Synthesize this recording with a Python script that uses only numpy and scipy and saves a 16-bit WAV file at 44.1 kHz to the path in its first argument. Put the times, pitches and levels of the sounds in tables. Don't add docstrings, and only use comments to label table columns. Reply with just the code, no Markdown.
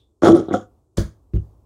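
import sys
import numpy as np
from scipy import signal
from scipy.fft import rfft, irfft
from scipy.io import wavfile
from scipy.ndimage import uniform_filter1d, minimum_filter1d

SR = 44100
rng = np.random.default_rng(int(sys.argv[2]) if len(sys.argv) > 2 else 0)


def invert_db(x):
    u = np.asarray(x, float) / 20
    return 10 ** u


def to_wav(s):
    ch = np.atleast_2d(s).T
    pcm = np.round(np.clip(ch, -1, 1) * 32767)
    wavfile.write(sys.argv[1], SR, pcm.astype(np.int16))


N = 72765
T = np.arange(N) / SR

# (time [s], level [dB], contact [ms], spit level [dB], bubble pitch [Hz])
POPS = [(0.2232, -5.5, 0.53, -54, 400), (0.2345, 1.5, 0.41, -15, 470), (0.2443, -0.5, 0.43, 0.5, 700),
        (0.2489, -9.5, 0.2, 0, 350), (0.2535, -2, 0.26, -13, 600), (0.2592, -5, 0.49, -4, 625),
        (.264, -13.5, 0.25, 0, 500), (0.2707, 6, 0.38, 7.5, 427), (.2782, -3.5, 1.15, -22, 527),
        (0.2838, -1, 0.56, -13, 560), (0.2886, -1, 0.99, -24, 450), (0.2926, -3.5, 1.4, -23, 400),
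        (0.2976, 4.5, 1.1, -6, 350), (0.3099, 4.5, 1.8, -3.5, 350), (0.319, -10.5, 1.1, -5, 327),
        (0.328, 6, 1.28, -15, 350), (0.345, -9.5, 2.5, -34, 300), (0.3526, -1, 2.06, -20, 341.8),
        (0.3597, -4, 1.2, -23.5, 400), (0.365, -3.5, 1.68, -20, 350), (0.383, -5, 2.9, -11.5, 280),
        (.391, -8, 1.6, -17, 300), (0.396, -5, 1.4, -6, 382), (.411, -14.5, 2.2, -22, 300),
        (0.484, -11.5, 1.2, -35, 350), (0.5042, -19.5, 1.8, -29, 600), (.5100, -8, 0.71, -35, 374),
        (.519, -15.5, 0.54, -37, 350), (0.529, -7, 1.3, -25, 300), (.533, -17, 1.32, -28, 300),
        (0.5395, -3, 0.62, -24, 280), (0.5435, -6.5, 0.64, -31, 300), (0.548, -14, 2.05, -41, 220),
        (0.559, -24, 1.13, -16, 231), (0.569, -20, 1.2, -16, 200), (0.576, -18.5, 2.5, -27, 210)]
# (time [s], level [dB])
SQUEEZE = [
    (.219, -58.5),
    (.224, -46),
    (.25, -37),
    (.28, -33.5),
    (.31, -46),
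    (.35, -47),
    (.37, -49.5),
    (.41, -57.5),
    (.49, -71),
]
# (time [s], level [dB])
SUCK = [
    (.478, -91.5),
    (.487, -65.5),
    (.52, -55.5),
    (.545, -47),
    (.575, -63),
    (.62, -66),
    (.66, -81),
    (.70, -109),
]
# (pitch [Hz], t60 [s], level under the slap [dB], level under the knock [dB])
WORKTOP = [(42, 0.15, -18.5, -23.5), (66.1, .2, -6.5, -7), (105.16, .26, -2.5, -1.5),
           (147.7, 0.094, -5.5, -5.5)]
SUCKING = T >= SUCK[0][0]
BOTTLE_DB = -15.5
PATCH_S = 0.0028


def level(x, db):
    return x * invert_db(db) / np.sqrt(np.mean(x ** 2))


def band(x, hz, width):
    return signal.lfilter(*signal.iirpeak(hz, hz / width, fs=SR), x)


def coloured(points):
    p = np.array(points)
    f = np.fft.rfftfreq(N, 1 / SR) + 1
    gain = invert_db(np.interp(np.log(f), np.log(p[:, 0]), p[:, 1]))
    return level(irfft(rfft(rng.standard_normal(N)) * gain, N), 0)


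def curve(points):
    p = np.array(points)
    return invert_db(np.interp(T, p[:, 0], p[:, 1], left=-150, right=-150))


def walk(hold_s):
    k = int(hold_s * SR)
    smooth = uniform_filter1d(rng.standard_normal(N), size=k)
    return level(uniform_filter1d(smooth, size=k), 0)


def pushes(times, dbs, contact_ms):
    out, k = np.zeros(N), np.arange(512)
    for s, db, ms in zip(times, dbs, contact_ms):
        u = np.clip((k - s * SR % 1) / (ms * SR / 1000), 0, 1)
        bump = np.sin(np.pi * u) ** 2 * 2000 / (ms * SR)
        out[int(s * SR):int(s * SR) + len(k)] += invert_db(db) * bump
    return out


def ring(force, hz, db, t60):
    pole = np.exp((2j * np.pi * hz - np.log(1000) / t60) / SR)
    return invert_db(db) * signal.lfilter([1], [1, -pole], force).imag


def drifting(x, hz, t60, wander):
    pitch = hz * (1 + wander * walk(0.004))
    spin = np.exp(2j * np.pi * np.cumsum(pitch) / SR)
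    decay = np.exp(-np.log(1000) / t60 / SR)
    return (spin * signal.lfilter([1], [1, -decay], x / spin)).imag


def valve_slips():
    per_s, slip_ms, slip_db = 460, 0.41, 20
    chance = rng.random((2, N))
    slips = (chance[0] < per_s / SR) * np.log(chance[1] + 1e-9)
    slips = slips * (curve(SQUEEZE) + curve(SUCK)) * invert_db(slip_db)
    return np.convolve(slips, pushes([0], [0], [slip_ms])[:256])[:N]


def bottle_pops():
    # (pitch [Hz], t60 [s], level squeezing [dB], level sucking [dB])
    bottle_modes = [(219, 0.042, -26.5, -7), (260, 0.16, -26, -7), (341.6, .08, 5, -3),
                    (390, 0.11, -3.5, -1), (451.7, 0.056, -0.5, -7.5), (521.3, 0.089, -1, -3),
                    (586.5, 0.073, -5, -22.5), (713.3, 0.074, -3.5, -4.5), (817, 0.09, -11, -13),
                    (912.5, 0.022, -9.5, -23), (1136, 0.07, -4.5, -9.5), (1287, 0.062, -5.5, -10),
                    (1372.5, .07, -9, -9)]
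    scatter_db, longest_ring_s, radiate_hz = 5.5, 0.083, 200
    bubble_db, bubble_cycles = 1.5, 10
    pops, slips, out = np.array(POPS), valve_slips(), 0
    for hz, t60, squeeze_db, suck_db in bottle_modes:
        dbs = pops[:, 1] + scatter_db * rng.standard_normal(len(pops))
        force = slips + pushes(pops[:, 0], dbs, pops[:, 2])
        force = force * invert_db(np.where(SUCKING, suck_db, squeeze_db))
        t60 = min(t60, longest_ring_s * max(1, 300 / hz))
        out = out + drifting(force, hz, t60, 0.017)
    for s, db, ms, _, hz in POPS:
        out = out + ring(pushes([s], [db], [ms]), hz, bubble_db, bubble_cycles / hz)
    return invert_db(BOTTLE_DB) * signal.lfilter(*signal.butter(3, radiate_hz, "high", fs=SR), out)


def valve_air():
    # (centre [Hz], width [Hz], level squeezing [dB], level sucking [dB])
    resonances = [(1238, 400, 5.5, 8.5), (2030, 500, -10.5, -25.5), (3380, 620, -1.5, 2.5),
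                  (3950, 1700, -6.5, -46), (5606, 1500, -4, -1.5), (6804, 950, -8.5, 1.5),
                  (8788, 800, -14, -15), (10580, 810, -21, -16.5), (12500, 2000, -25.5, -52),
                  (14500, 1600, -28.5, -19)]
    spit_db, spit_s, sputter_db = -40.5, 0.0035, 3
    jet_opens_s, jet_rise_s, jet_shut_db, jet_hz = 0.5215, 0.01, -19.5, 5000
    spit = 0
    for s, _, _, db, _ in POPS:
        spit = spit + invert_db(db + spit_db) * (T >= s) * np.exp(-np.abs(T - s) / spit_s)
    still_shut = np.clip((jet_opens_s + jet_rise_s - T) / jet_rise_s, 0, 1)
    jet = invert_db(jet_shut_db * still_shut)
    outward = curve(SQUEEZE) + spit * ~SUCKING
    inward = curve(SUCK) + spit * SUCKING
    out = 0
    for hz, width, squeeze_db, suck_db in resonances:
        suck_gain = np.where(SUCKING, jet if hz > jet_hz else 1, 1)
        flow = outward * invert_db(squeeze_db) + inward * invert_db(suck_db) * suck_gain
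        hiss = rng.standard_normal(N) * flow * invert_db(sputter_db * walk(PATCH_S))
        voice = drifting(band(hiss, hz, width), hz, 2 / width, 0.0084)
        out = out + voice * np.sqrt(width / SR) * 5.74
    return out


def squeaks():
    # (start [s], length [s], centre [Hz])
    puffs = [(.222, .01, 8900), (.243, .014, 3500), (.255, .062, 14000), (.26, .009, 8900),
             (.268, .02, 3500), (.268, .012, 5800), (.279, .01, 8700), (.314, .008, 13500),
             (.353, .007, 7500), (.359, .02, 9100), (.359, .016, 10300), (.362, .015, 14800),
             (.484, .02, 3700), (.503, .009, 1400), (.52, .022, 2020), (.535, .02, 740), (.536, .02, 14600),
             (.548, .04, 2050), (.615, .031, 1450), (.9728, .0033, 7000), (.974, .132, 1620),
             (.978, .06, 560), (1.334, .017, 1500), (1.335, .06, 360), (1.336, .046, 13600),
             (1.34, .05, 3900), (1.345, .045, 6500), (1.35, .08, 2850), (1.354, .025, 1300),
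             (.34, .13, 106)]
    # (width [Hz], level [dB])
    puff_sounds = [(600, -57.5), (400, -36), (3300, -61.5), (500, -54.5), (400, -39), (900, -44.5),
                   (300, -54), (4000, -59), (991, -47.5), (600, -43), (500, -46), (900, -59.5),
                   (473, -52.5), (340, -52.5), (150, -38.5), (118.6, -32), (800, -67), (250, -55),
                   (123, -49.5), (3440, -30), (300, -53.5), (130, -38), (2200, -55), (69.5, -30.5),
                   (2500, -66.5), (700, -69.5), (1194, -70), (500, -65.5), (1260, -53.5), (15, -32.5)]
    out = 0
    for (s, length, hz), (width, db) in zip(puffs, puff_sounds):
        u = np.clip((T - s) / length, 0, 1)
        noise = band(band(rng.standard_normal(N), hz, width), hz, width)
        out = out + level(noise, db) * np.sin(np.pi * np.sqrt(u)) ** 2
    return out


def pop_shake():
    pops = np.array(POPS)
    hz, t60, _, _ = WORKTOP[2]
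    force = pushes(pops[:, 0], pops[:, 1] - 24.5, pops[:, 2])
    return ring(force * invert_db(1.5 * SUCKING), hz, 0, t60)


def palm_slaps():
    # (time [s], level [dB], rise [s], t60 [s])
    smacks = [
        (0.9694, -22, 0.00835, 0.24),
        (1.338, -59, 0.0024, 0.52),
    ]
    # (frequency [Hz], level [dB per Hz])
    smack_colour = [(410, -22.5), (600, -2.5), (776, -16.5), (968, -6), (1760, -6), (2600, -21),
                    (3150, -12.5), (6420, -12), (15500, -33.5)]
    env = 0
    for s, db, rise, t60 in smacks:
        env = env + invert_db(db - 60 * np.abs(T - s) / t60) * np.clip((T - s) / rise, 0, 1)
    noise, out = coloured(smack_colour), 0
    for hz in 250 * 2 ** np.arange(0, 6, .5):
        sos = signal.butter(2, [hz, hz * np.sqrt(2)], "band", fs=SR, output="sos")
        out = out + signal.sosfilt(sos, noise) * invert_db(.8 * walk(PATCH_S))
    return env * out


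def blows():
    # (time [s], level [dB], contact [ms], worktop level [dB])
    hits = np.array([(0.974, -44.5, 3.2, -19.5), (.9810, -11.5, 1.13, -26), (0.9824, -8, 1.83, -11.5),
                     (0.993, -22.5, 2.6, -27), (1, -16, 2.65, -22), (1.026, -30, 1.3, -21.5),
                     (1.0460, -36, 4.1, -27.5), (1.335, -26, 1.95, -31), (1.3394, -12, 4.9, -9),
                     (1.3570, -42, 2.75, -10), (1.379, -42, 2.3, -21)])
    # (pitch [Hz], level [dB], t60 [s])
    wall_modes = [(205.3, 7, 0.13), (243, 9, 0.17), (325.4, 11.5, 0.058), (350, -7, 0.077),
                  (417, -2.5, 0.068), (508, -9, 0.063), (561.6, -7, 0.096), (656, -17, 0.052),
                  (836, -26, .08), (1052, -25.5, 0.065)]
    knock_s, scatter_db = 1.2, 3
    wall, top = 0, 0
    for hz, db, t60 in wall_modes:
        dbs = hits[:, 1] + scatter_db * rng.standard_normal(len(hits))
        wall = wall + ring(pushes(hits[:, 0], dbs, hits[:, 2]), hz, db, t60)
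    for hz, t60, slap_db, knock_db in WORKTOP:
        dbs = hits[:, 3] + np.where(hits[:, 0] < knock_s, slap_db, knock_db)
        top = top + ring(pushes(hits[:, 0], dbs, hits[:, 2]), hz, 0, t60)
    return -invert_db(BOTTLE_DB) * wall - top


def kitchen():
    # (frequency [Hz], level [dB per Hz])
    hum_colour = [(30, -1.5), (70, -1), (170, -18.5), (350, -1.5), (700, -22), (1600, -50), (8000, -31),
                  (15500, -52)]
    # (time [s], level [dB])
    hands = [(0, -62), (.2, -66.5), (.5, -49), (.65, -54), (.78, -55), (.9, -66), (1.08, -54), (1.2, -55),
             (1.3, -57), (1.45, -48.5), (1.65, -55)]
    # (frequency [Hz], level [dB per Hz])
    hands_colour = [(20, -20.5), (35, -6.5), (60, 4), (110, -3.5), (170, -18.5), (300, -16), (1100, -29),
                    (1700, -51)]
    clink_hz, clink_width_hz, clink_db, clink_t60_s = 3500, 100, -62, 0.23
    clink = level(band(rng.standard_normal(N), clink_hz, clink_width_hz), clink_db)
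    clink = clink * invert_db(-60 * T / clink_t60_s)
    return invert_db(-70.5) * coloured(hum_colour) + curve(hands) * coloured(hands_colour) + clink


def room(x):
    room_db, t60_s, treble_t60_s, long_db, long_t60_s = -15, 0.19, 0.047, -44.5, 1
    t = np.arange(SR) / SR
    noise = rng.standard_normal(SR) * (t > .003)
    low = signal.lfilter(*signal.butter(2, 1500, fs=SR), noise)
    tail = low * (invert_db(-60 * t / t60_s) + invert_db(long_db - 60 * t / long_t60_s))
    tail = tail + (noise - low) * invert_db(-60 * t / treble_t60_s)
    tail = tail / np.sqrt(np.sum(tail ** 2))
    return x + invert_db(room_db) * signal.fftconvolve(x, tail)[:N]


def scene():
    bottle = bottle_pops() + valve_air() + squeaks() + pop_shake()
    hand = palm_slaps() + blows()
    return (room(bottle + hand) + kitchen())[None]


def low_pass(x):
    return signal.sosfilt(signal.butter(12, 16480, fs=SR, output="sos"), x)


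def record(dry):
    ceiling, limit_samples = .96, 131
    x = signal.lfilter(*signal.butter(3, 44, "high", fs=SR), dry)
    x = signal.sosfilt(signal.ellip(10, .2, 80, 15800, fs=SR, output="sos"), x)
    gain = ceiling / np.maximum(np.abs(x), ceiling)
    gain = minimum_filter1d(gain, size=2 * limit_samples + 1)
    mix = x * uniform_filter1d(gain, size=limit_samples)
    return low_pass(mix)


dry = scene()
out = record(dry)
to_wav(out)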